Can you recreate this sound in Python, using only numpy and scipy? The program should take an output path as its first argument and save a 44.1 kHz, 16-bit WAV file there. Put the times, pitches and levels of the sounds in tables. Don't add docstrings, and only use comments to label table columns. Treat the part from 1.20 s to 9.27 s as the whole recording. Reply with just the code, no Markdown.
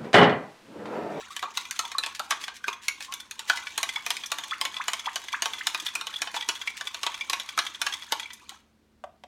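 import sys
import numpy as np
from scipy import signal
from scipy.fft import rfft, irfft, next_fast_len
from scipy.io import wavfile
from scipy.ndimage import uniform_filter1d, map_coordinates

SR = 44100
rng = np.random.default_rng(int(sys.argv[2]) if len(sys.argv) > 2 else 0)


def persist_wave(psi):
    counts = np.round(np.clip(psi, -1, 1) * 32767).astype(np.int16)
    wavfile.write(sys.argv[1], SR, np.atleast_2d(counts).T)


N = 355887
TIME = np.arange(N) / SR
AGE = np.arange(SR // 6) / SR

# t/s, level/dB, body level/dB, edge level/dB, strongest ring f/Hz
CLACKS = [(0.165, -21.5, -18, -9.5, 2830), (0.2266, -23.5, -1, -14.5, 1730), (0.2375, -30, 3.5, -13, 1730),
          (0.373, -15.5, -27.5, -9, 3860), (0.5099, -23, -55, -1.5, 1960), (0.592, -17, -13, -2.5, 2770),
          (0.717, -25.5, -16.5, -10.5, 1620), (0.7835, -23, -8, -1, 3840), (0.836, -17, -17, -18, 3300),
          (0.8625, -21.5, -12, -8, 2500), (0.995, -22.5, -5, -6.5, 3770), (1.1077, -13.5, -13, -8.5, 1690),
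          (1.1217, -17.5, -6.5, -22, 1630), (1.281, -22, -12.5, -19, 1600),
          (1.4816, -15.5, -7.5, -18, 2600), (1.6831, -15, -28, -5, 2070), (1.8063, -27, -15, -10.5, 2410),
          (1.9235, -24, -16, -10.5, 2930), (1.939, -26, -24.5, -0.5, 3440),
          (2.1109, -25.5, -45, -5.5, 1620), (2.193, -23.5, -21, -7, 3450), (2.298, -10, -12, -14.5, 1560),
          (2.3731, -22, -22, -15, 2100), (2.578, -16, -12, -4.5, 3180), (2.6304, -14.5, -12.5, -6, 2120),
          (2.864, -18, -12.5, -8, 2520), (2.9047, -13, -17, -9.5, 3300), (2.9678, -21.5, -41, -9.5, 2130),
          (3.118, -16.5, -9, -6.5, 2620), (3.185, -22, -12, -9, 1600), (3.413, -14.5, -14, -7.5, 3060),
          (3.4522, -15.5, -16.5, -11, 2010), (3.682, -14.5, -11, -8, 1880),
          (3.7335, -17.5, -12.5, -7.5, 1590), (3.958, -18, -11.5, -7, 2890), (4.2217, -15, -13, -4, 3000),
          (4.2575, -16, -7.5, -10, 3030), (4.47, -12, -15.5, -6.5, 3740), (4.5465, -15.5, -13, -15, 2500),
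          (4.7531, -24, -7, 0.5, 2530), (4.8118, -21.5, -13, -11, 3850), (4.8693, -20.5, -15.5, -12, 3160),
          (5.0187, -15.5, -16, -6.5, 2600), (5.0731, -22, -10.5, -36, 3070), (5.143, -24, -4.5, -24, 1970),
          (5.1642, -22, -8.5, -13, 3360), (5.2888, -13, -13, -7, 3020), (5.6103, -21.5, -11, -12, 1620),
          (5.745, -22.5, -16.5, -10, 3370), (5.8322, -17.5, -12, -9, 3080),
          (5.8657, -14.5, -11, -13.5, 2850), (6.0981, -17.5, -13.5, -4, 4070),
          (6.132, -13.5, -11.5, -13, 2700), (6.1986, -20, -22, -13, 3440), (6.3767, -20, -8.5, -8.5, 2400),
          (6.3894, -11, -13.5, -10, 1610), (6.6166, -14.5, -14, -7.5, 3330),
          (6.666, -13.5, -13.5, -14.5, 1600), (6.9222, -13.5, -8.5, -8, 3450),
          (7.2935, -29.5, -31, -5, 3920)]
# t/s, level/dB, edge level/dB, strongest ring f/Hz
TAPS = [(0.193, -28.5, -10, 2250), (0.453, -31, -9, 2450), (0.563, -32.5, -8, 2480),
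        (0.652, -26, -13, 3290), (1.2394, -24.5, -9, 3370), (1.4414, -31.5, -9.5, 1613),
        (1.5294, -29, -8.5, 3620), (2.0014, -32, -3.5, 3400), (2.4703, -23.5, -24, 2340),
        (2.6909, -20, -10.5, 3170), (2.7597, -20, -17.5, 3370), (3.037, -24, -16.5, 2290),
        (3.06, -34.5, 7, 3300), (3.2374, -25.5, -9.5, 3516), (3.31, -22.5, -37, 3280),
        (3.543, -27.5, -14, 3300), (3.567, -21, -35, 3300), (3.795, -25, -9, 3500),
        (3.8587, -21.5, -23, 3270), (4.0843, -26, -12.5, 1887), (4.1288, -22.5, -12.5, 1535),
        (4.335, -22, -16, 3170), (4.384, -28, -14.5, 3220), (4.5996, -25.5, -5.5, 3310),
        (4.6656, -18, -13.5, 3480), (4.683, -25.5, -18, 3420), (4.9403, -24, -28.5, 3360),
        (4.9605, -32.5, -5, 3380), (5.2102, -22.5, -17, 3430), (5.225, -23.5, -21, 3400),
        (5.355, -28.5, -11.5, 3636), (5.4152, -24, -13, 3400), (5.4751, -18, -19, 2214),
        (5.6721, -21, -12.5, 3400), (5.9433, -25, -12, 3260), (6.01, -23.5, -16.5, 2306),
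        (6.2899, -25, -11, 2350), (6.4663, -21.5, -14.5, 3670), (6.548, -27, -21, 3400),
        (6.725, -23.5, -12, 3140), (6.738, -21, -10, 3350), (6.823, -29, -19.5, 3290),
        (6.9977, -23.5, -9, 3090), (7.0313, -28.5, -22, 3240), (7.1047, -31.5, -28, 2240),
        (7.133, -42, 8, 3400)]
# t/s, length/s, level/dB
SCRAPES = [(0.102, .025, -47), (0.337, 0.078, -45), (0.549, 0.02, -48.5), (0.947, 0.0058, -34),
           (1.204, 0.039, -42.5), (1.341, 0.034, -46), (1.615, 0.049, -47), (1.812, 0.039, -39),
           (2.275, 0.015, -36.5), (2.35, 0.022, -38.5), (4.649, 0.017, -35.5), (5.139, 0.036, -38),
           (5.564, 0.011, -36.5)]
# t/s, length/s, level/dB, f/Hz
SQUEAKS = [(0.637, 0.03, -37.5, 946), (0.783, 0.0028, -14.5, 3840), (0.829, 0.018, -31.5, 2636),
           (1.502, 0.029, -41, 1090), (1.881, 0.039, -42, 1064), (2.335, 0.036, -39.5, 927),
           (4.959, 0.0068, -25, 3420), (5.165, 0.018, -32.5, 3384)]
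# t/s, level/dB, starting f/Hz
PLOPS = [(0.231, -16.5, 1162), (0.376, -20.5, 1026), (0.511, -24.5, 1600), (0.594, -15.5, 1278),
         (0.75, -19, 1123), (0.785, -20, 1310), (0.998, -20.5, 1330), (1.002, -25, 796),
         (1.111, -15.5, 1180), (1.442, -17, 1557), (1.683, -12.5, 2150), (2.299, -10.5, 1426),
         (2.761, -16, 2210), (4.258, -19, 888), (4.755, -15, 2453), (5.165, -18, 917), (5.475, -15, 2200),
         (5.865, -16.5, 914), (6.011, -18.5, 2275), (6.134, -21, 1140), (6.378, -12.5, 1265),
         (6.925, -15, 895), (7.057, -25.5, 2270)]
# t/s, level/dB, starting f/Hz, nominal glide/(octaves per s)
GULPS = [(0.104, -36.5, 1142, 9), (2.765, -33.5, 796, 49), (3.318, -23.5, 1107, 52), (3.598, -25, 885, 77),
         (3.869, -23.5, 788, 69), (4.135, -21, 918, 99), (4.406, -29, 1290, 136), (7.316, -46.5, 746, 19)]
# t/s, level/dB
KNOCKS = [(7.839, -24), (8.037, -30.5)]
# f/Hz, level/dB, t60/s
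GLASS_MODES = [(698.3, -6, 0.053), (953.5, -7.5, 0.087), (1108, -5.5, 0.1), (1616, -3, 0.028),
               (1997, -7, 0.05), (2254, -9, 0.075), (2492, -1, 0.038), (3012, 1, 0.031), (3360, -6, 0.045),
               (3718, 7, 0.016), (3978, -2.5, 0.029), (4270, 4.5, 0.0096), (6000, 4.5, 0.0072),
               (6710, -0.5, 0.029), (6750, 0.5, 0.0042), (8956, -5.5, 0.024)]
# f/Hz, level/dB, t60/s
TINE_MODES = [(1022, 1, 0.009), (2001, -15, 0.071), (2357, -8.5, 0.032), (3343, -2.5, 0.024),
              (3505, -13, 0.062), (6220, -5, 0.013), (6874, -11, 0.007)]
# f/Hz, level/dB, t60/s
CUP_MODES = [(605, 0.5, 0.046), (716, 2.5, 0.058), (658, -11, 0.21), (1744, -21, 0.017)]
# f/Hz, level/dB
SINGING_MODES = [(915, -12.5), (1100, -13), (2375, -14.5)]
# f/Hz, level/dB
CRACK_SPECTRUM = [(100, -41.5), (250, -18.5), (500, 1.5), (900, 9.5), (3500, 8.5), (6500, 4), (9000, 0),
                  (13000, -5.5), (16000, -20.5)]
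# f/Hz, level/dB
SLIDE_SPECTRUM = [(700, -31.5), (1800, 2), (3500, 0.5), (6500, -2), (10000, -10.5), (15000, -22)]
# f/Hz, level/dB
SWISH_SPECTRUM = [(120, -47), (300, 3.5), (480, -10.5), (700, -6.5), (1050, 10.5), (1400, -28), (2300, 0),
                  (3500, 6), (4800, -7), (6400, 2.5), (9000, -14), (15000, -23)]
# t/s, swish level/dB
EFFORT = [(0.0, -42), (0.21, -53.5), (0.67, -46), (1.46, -61), (2.09, -54.5), (2.48, -44), (3.7, -45),
          (4.39, -42.5), (4.99, -45), (6.87, -47), (7.21, -53.5), (7.35, -52), (7.5, -101.5)]
# f/Hz, t60/s
ROOM_DECAY = [(200, 0.097), (1000, 0.42), (4000, 0.32), (8000, 0.27), (15000, 0.19)]
# f/Hz, level/dB
HUM = [(76, -82), (219, -81)]
# t/s, level/dB
LOW_END_LIFT = [(4.5, 6), (6, 6.5), (8, 9)]
# f/Hz, level/dB
AIR_SPECTRUM = [(22, -46.5), (45, -14.5), (75, -23), (230, -13.5), (400, -20), (734, -26.5), (4370, -36.5),
                (16000, -49.5)]

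SURGE_RISE_S = 0.0052
LULL_S, LULL_DB = 0.053, -1
LINGER_CYCLES = 280
TOP_HZ = 16600


def clacks(gain_db=-23.5, crack_db=-1, heavy_db=4, hard_db=3, lead=.0007, graze_db=-23):
    out = np.zeros(N)
    for s, db, body_db, edge_db, hz in CLACKS:
        tone = ring(GLASS_MODES, scatter_db=2, detune=0.024, focus_hz=hz, focus_db=9.5)
        rattle = unit(chatter(crack(t60=0.052), spread=.0008, count=2))
        hit = tone + amp(crack_db) * rattle
        clack = voiced(hit, 0.00081, body_db + heavy_db, edge_db + hard_db, snap=13.0)
        add(out, s - lead, amp(db + gain_db) * clack)
        glancing = np.clip(-edge_db / 10, 0, 1) ** 2
        add(out, s - AGE[-1], amp(db + graze_db) * glancing * graze(rise=0.0085))
    return out


def taps(gain_db=-21, crack_db=-6, body_db=-22, hard_db=0, lead=0.001015, graze_db=-21):
    out = np.zeros(N)
    for s, db, edge_db, hz in TAPS:
        tone = ring(TINE_MODES, scatter_db=3, detune=.011, focus_hz=hz, focus_db=7)
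        rattle = unit(chatter(crack(t60=0.035), spread=0.0027, count=2))
        hit = tone + amp(crack_db) * rattle
        tap = voiced(hit, 0.00078, body_db, edge_db + hard_db, snap=.3)
        add(out, s - lead, amp(db + gain_db) * tap)
        add(out, s - AGE[-1], amp(db + graze_db) * graze(rise=0.0095))
    return out


def ring(modes, scatter_db, detune, focus_hz=1000, focus_db=0):
    hz, db, t60 = np.transpose(modes)[:, :, None]
    level, shift, phase = rng.standard_normal((3, len(modes), 1))
    favour = focus_db * np.exp(-(np.log2(hz / focus_hz) / 0.18) ** 2)
    waves = np.sin(2 * np.pi * (hz * (1 + detune * shift) * AGE + phase))
    gains = amp(db + favour + scatter_db * level)
    return unit(np.sum(gains * fade(AGE, t60) * waves, axis=0))


def crack(t60):
    return unit(colour(rng.standard_normal(len(AGE)), CRACK_SPECTRUM) * fade(AGE, t60))


def chatter(hit, spread, count):
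    out = hit.copy()
    for k, gap in enumerate(np.cumsum(rng.uniform(.3, 1, count))):
        add(out, gap * spread, hit * rng.uniform(0.4, 1) * 1.6 ** k)
    return out


def voiced(hit, attack, body_db, edge_db, snap):
    hit = hit * (1 - np.exp(-(AGE / attack) ** 2))
    body = band(band(hit, 1400, "low", order=6), 220, "high", order=4)
    middle = band(hit, [1400, 5000], "band", order=3)
    edge = band(hit * (1 + snap * np.exp(-AGE / .0012)), 5000, "high", order=6)
    return amp(body_db) * unit(body) + unit(middle) + amp(edge_db) * unit(edge)


def graze(rise):
    return colour(rng.standard_normal(len(AGE)), CRACK_SPECTRUM) * np.exp(-AGE[::-1] / rise)


def scrapes(gain_db=0, attack=0.0028, release_t60=0.058, rough_db=4):
    out = np.zeros(N)
    for s, length, db in SCRAPES:
        shape = (1 - np.exp(-AGE / attack)) * fade(np.maximum(AGE - length, 0), release_t60)
        add(out, s, amp(db + gain_db) * shape)
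    grit = unit(amp(rough_db * wobble(450)))
    return out * colour(rng.standard_normal(N), SLIDE_SPECTRUM) * grit


def squeaks(gain_db=0, attack=0.0013, release_t60=0.025, waver=0.036, rough_db=2):
    out = np.zeros(N)
    for s, length, db, hz in SQUEAKS:
        bend, grain = (flutter(150) for _ in range(2))
        shape = (1 - np.exp(-(AGE / attack) ** 2)) * fade(np.maximum(AGE - length, 0), release_t60)
        note = np.sin(2 * np.pi * np.cumsum(hz * (1 + waver * bend)) / SR)
        add(out, s, amp(db + gain_db + rough_db * grain) * shape * note)
    return out


def flutter(hz):
    return unit(band(rng.standard_normal(len(AGE)), hz, "low", order=2))


def bubbles(plop_db=-5, burst_hz=3600, linger_db=-16, quicken_s=0.018):
    out = np.zeros(N)
    for s, db, hz in PLOPS:
        blur = flutter(hz / 20) * np.sin(2 * np.pi * hz * AGE)
        linger = amp(linger_db) * fade(AGE, LINGER_CYCLES / hz) * blur
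        add(out, s, amp(db + plop_db) * (bubble(hz, glide=5, swell=0.0022) + linger))
    for s, db, hz, glide in GULPS:
        climb = glide * (1 + AGE / quicken_s) / 2
        alive = np.clip((np.log2(burst_hz / hz) / climb - AGE) / 0.003 + 1, 0, 1)
        broken = np.clip(AGE * glide / 2, 0, 1)
        texture = np.cos(broken) + np.sin(broken) * flutter(220)
        add(out, s, amp(db) * bubble(hz, climb, swell=0.0064) * alive * texture)
    return band(out, 300, "high", order=2)


def bubble(hz, glide, swell, age=AGE):
    pitch = np.minimum(hz * 2 ** (glide * age), SR / 4)
    return np.sin(2 * np.pi * np.cumsum(pitch) / SR) * age / swell * np.exp(1 - age / swell)


def sauce(swish_db=-6, blip_db=-9, fizz_db=-15, slosh_db=-24, scrape_db=-14):
    _, db, body_db, edge_db, _ = np.transpose(CLACKS)
    flow = drag(db, swirl_db=-1.0, surge_db=-46, grows=1.0, t60=0.56)
    slide = drag(db + edge_db, swirl_db=-3.0, surge_db=-55.5, grows=0.54, t60=0.29)
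    heave = drag(db + body_db, swirl_db=-10.5, surge_db=-35, grows=0.3, t60=0.3)
    grain = unit(amp(6.5 * np.tanh(wobble(70)) + 3.2 * wobble(450)))
    rush = colour(patchy(depth_db=5.5), SWISH_SPECTRUM) * grain
    gurgle = blips(rate=90, centre_hz=2080, spread=1.18, cycles=2.4, size_db=7.5)
    chirps = amp(-10) * blips(rate=28, centre_hz=2300, spread=.9, cycles=7, size_db=8)
    ticks = amp(-9) * skitter(rate=40, size_db=10, count=4)
    fizz = blips(rate=500, centre_hz=6500, spread=.8, cycles=2.5, size_db=10)
    slosh = blips(rate=110, centre_hz=399.0, spread=0.6, cycles=1.67, size_db=16.0)
    scrape = colour(skitter(rate=400, size_db=16, count=3), SLIDE_SPECTRUM)
    swish = amp(swish_db) * rush + amp(blip_db) * gurgle + chirps + ticks
    grit = amp(fizz_db) * fizz + amp(scrape_db) * scrape
    return flow * swish + slide * grit + heave * (amp(slosh_db) * slosh + singing())


def drag(force_db, swirl_db, surge_db, grows, t60):
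    lull, surges = np.zeros((2, N))
    t = np.arange(-SR // 4, SR // 2) / SR
    shape = np.exp(np.minimum(t, 0) / SURGE_RISE_S) * fade(np.maximum(t, 0), t60)
    for (s, *_), db in zip(CLACKS, force_db - np.median(force_db)):
        add(surges, s + t[0], (amp(surge_db + grows * db) * shape) ** 2)
    for s, *_ in CLACKS + TAPS:
        add(lull, s + t[0], np.exp(t[t < 0] / LULL_S))
    effort_db = np.interp(TIME, *np.transpose(EFFORT), right=-120)
    swirl = amp(effort_db + swirl_db + LULL_DB * lull)
    return np.sqrt(swirl ** 2 + surges)


def patchy(depth_db):
    z = signal.stft(rng.standard_normal(N), nperseg=512)[2]
    field = uniform_filter1d(rng.standard_normal(z.shape), size=7, axis=0)
    field = uniform_filter1d(field, size=4, axis=1)
    return signal.istft(z * amp(depth_db * np.tanh(unit(field))), nperseg=512)[1][:N]


def blips(rate, centre_hz, spread, cycles, size_db):
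    out = np.zeros(N)
    for when, pitch, size, climb in rng.random((int(rate * N / SR), 4)):
        hz = centre_hz * 2 ** (spread * (2 * pitch - 1))
        blip = bubble(hz, 40 * climb, cycles / hz, AGE[:SR // 30])
        add(out, when * N / SR, amp(size_db * size ** 2) * blip)
    return unit(out)


def skitter(rate, size_db, count):
    out = np.zeros(N)
    for _ in range(count):
        when, size = rng.random((int(rate * N / SR / count), 2)).T
        touches = np.bincount((when * N).astype(int), amp(size_db * size ** 2), N)
        tick = ring(TINE_MODES, scatter_db=2, detune=.02) + 2 * crack(t60=.02)
        out += signal.fftconvolve(touches, band(tick, 1300, "high", order=2))[:N]
    return unit(out)


def singing(width_hz=28, swell_db=2.5, drift=.03):
    out = np.zeros(N)
    for hz, db in SINGING_MODES:
        phase = 2 * np.pi * np.cumsum(hz * (1 + drift * wobble(5.5))) / SR
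        slow_noise = band(rng.standard_normal(N), width_hz, "low", order=2)
        out += amp(db) * unit(slow_noise * amp(swell_db * wobble(9.6))) * np.sin(phase)
    return out


def knocks(gain_db=-22, crack_db=-6, low_hz=520, high_hz=1300):
    out = np.zeros(N)
    for s, db in KNOCKS:
        tone = ring(CUP_MODES, scatter_db=1, detune=.004)
        tone = tone * (1 - np.exp(-AGE / .002)) * (1 + .5 * flutter(70))
        rattle = chatter(crack(t60=0.016), spread=0.004, count=1)
        tick = unit(band(rattle, [low_hz, high_hz], "band", order=1))
        add(out, s, amp(db + gain_db) * (tone + amp(crack_db) * tick))
    return out


def kitchen(x, near_db=-9, near_t60=0.035, tail_db=-11):
    out, size = np.zeros(N), SR // 4
    age = np.arange(SR // 2) / SR
    for i in range(0, N, size):
        hz, t, z = signal.stft(rng.standard_normal(len(age)), SR, nperseg=256)
        decay = fade(t, along(ROOM_DECAY, hz)[:, None])
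        tail = signal.istft(z * decay, SR, nperseg=256)[1][:len(age)]
        near = rng.standard_normal(len(age)) * fade(age, near_t60)
        echo = (amp(near_db) * unit(near) + amp(tail_db) * unit(tail)) / np.sqrt(len(age))
        add(out, i / SR + .003, signal.fftconvolve(x[i:i + size], echo))
    return out


def background(air_db=-67):
    hum = np.zeros(N)
    for hz, db in HUM:
        level = amp(db + 1.3 * wobble(20.0)) * np.sqrt(2)
        hum += level * np.sin(2 * np.pi * hz * TIME + 0.58 * wobble(0.93))
    rumble = amp(-84.0) * unit(band(rng.standard_normal(N), [42, 120], "band", order=2))
    lift = amp(np.interp(TIME, *np.transpose(LOW_END_LIFT)))
    return (hum + rumble) * lift + amp(air_db) * colour(rng.standard_normal(N), AIR_SPECTRUM)


def amp(db):
    return 10 ** (np.asarray(db) / 20)


def unit(x):
    return x / np.sqrt(np.mean(x ** 2) + 1e-20)


def fade(t, t60):
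    return amp(-60 * t / t60)


def along(points, hz):
    f, v = np.transpose(points)
    return np.interp(np.log(hz + 1), np.log(f), v)


def colour(x, spectrum):
    m = next_fast_len(len(x))
    gains = amp(along(spectrum, np.fft.rfftfreq(m, 1 / SR)))
    return unit(irfft(rfft(x, m) * gains, m)[:len(x)])


def band(x, edges, kind, order):
    return signal.sosfilt(signal.butter(order, edges, kind, fs=SR, output="sos"), x)


def wobble(rate):
    return map_coordinates(rng.standard_normal(int(N * rate / SR) + 4), [TIME * rate])


def add(track, s, sound):
    part = track[max(round(s * SR), 0):][:len(sound)]
    part += sound[:len(part)]


def scene(knock_room_db=-2):
    near = clacks() + taps() + scrapes() + squeaks() + bubbles() + sauce()
    cup = knocks()
    room = kitchen(near + amp(knock_room_db) * cup)
    return (near + cup + room + background())[None]


def record(dry):
    m = next_fast_len(N + SR // 4)
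    kept = np.fft.rfftfreq(m, 1 / SR) < TOP_HZ
    return irfft(rfft(dry, m) * kept, m)[:, :N]


dry = scene()
out = record(dry)
persist_wave(out)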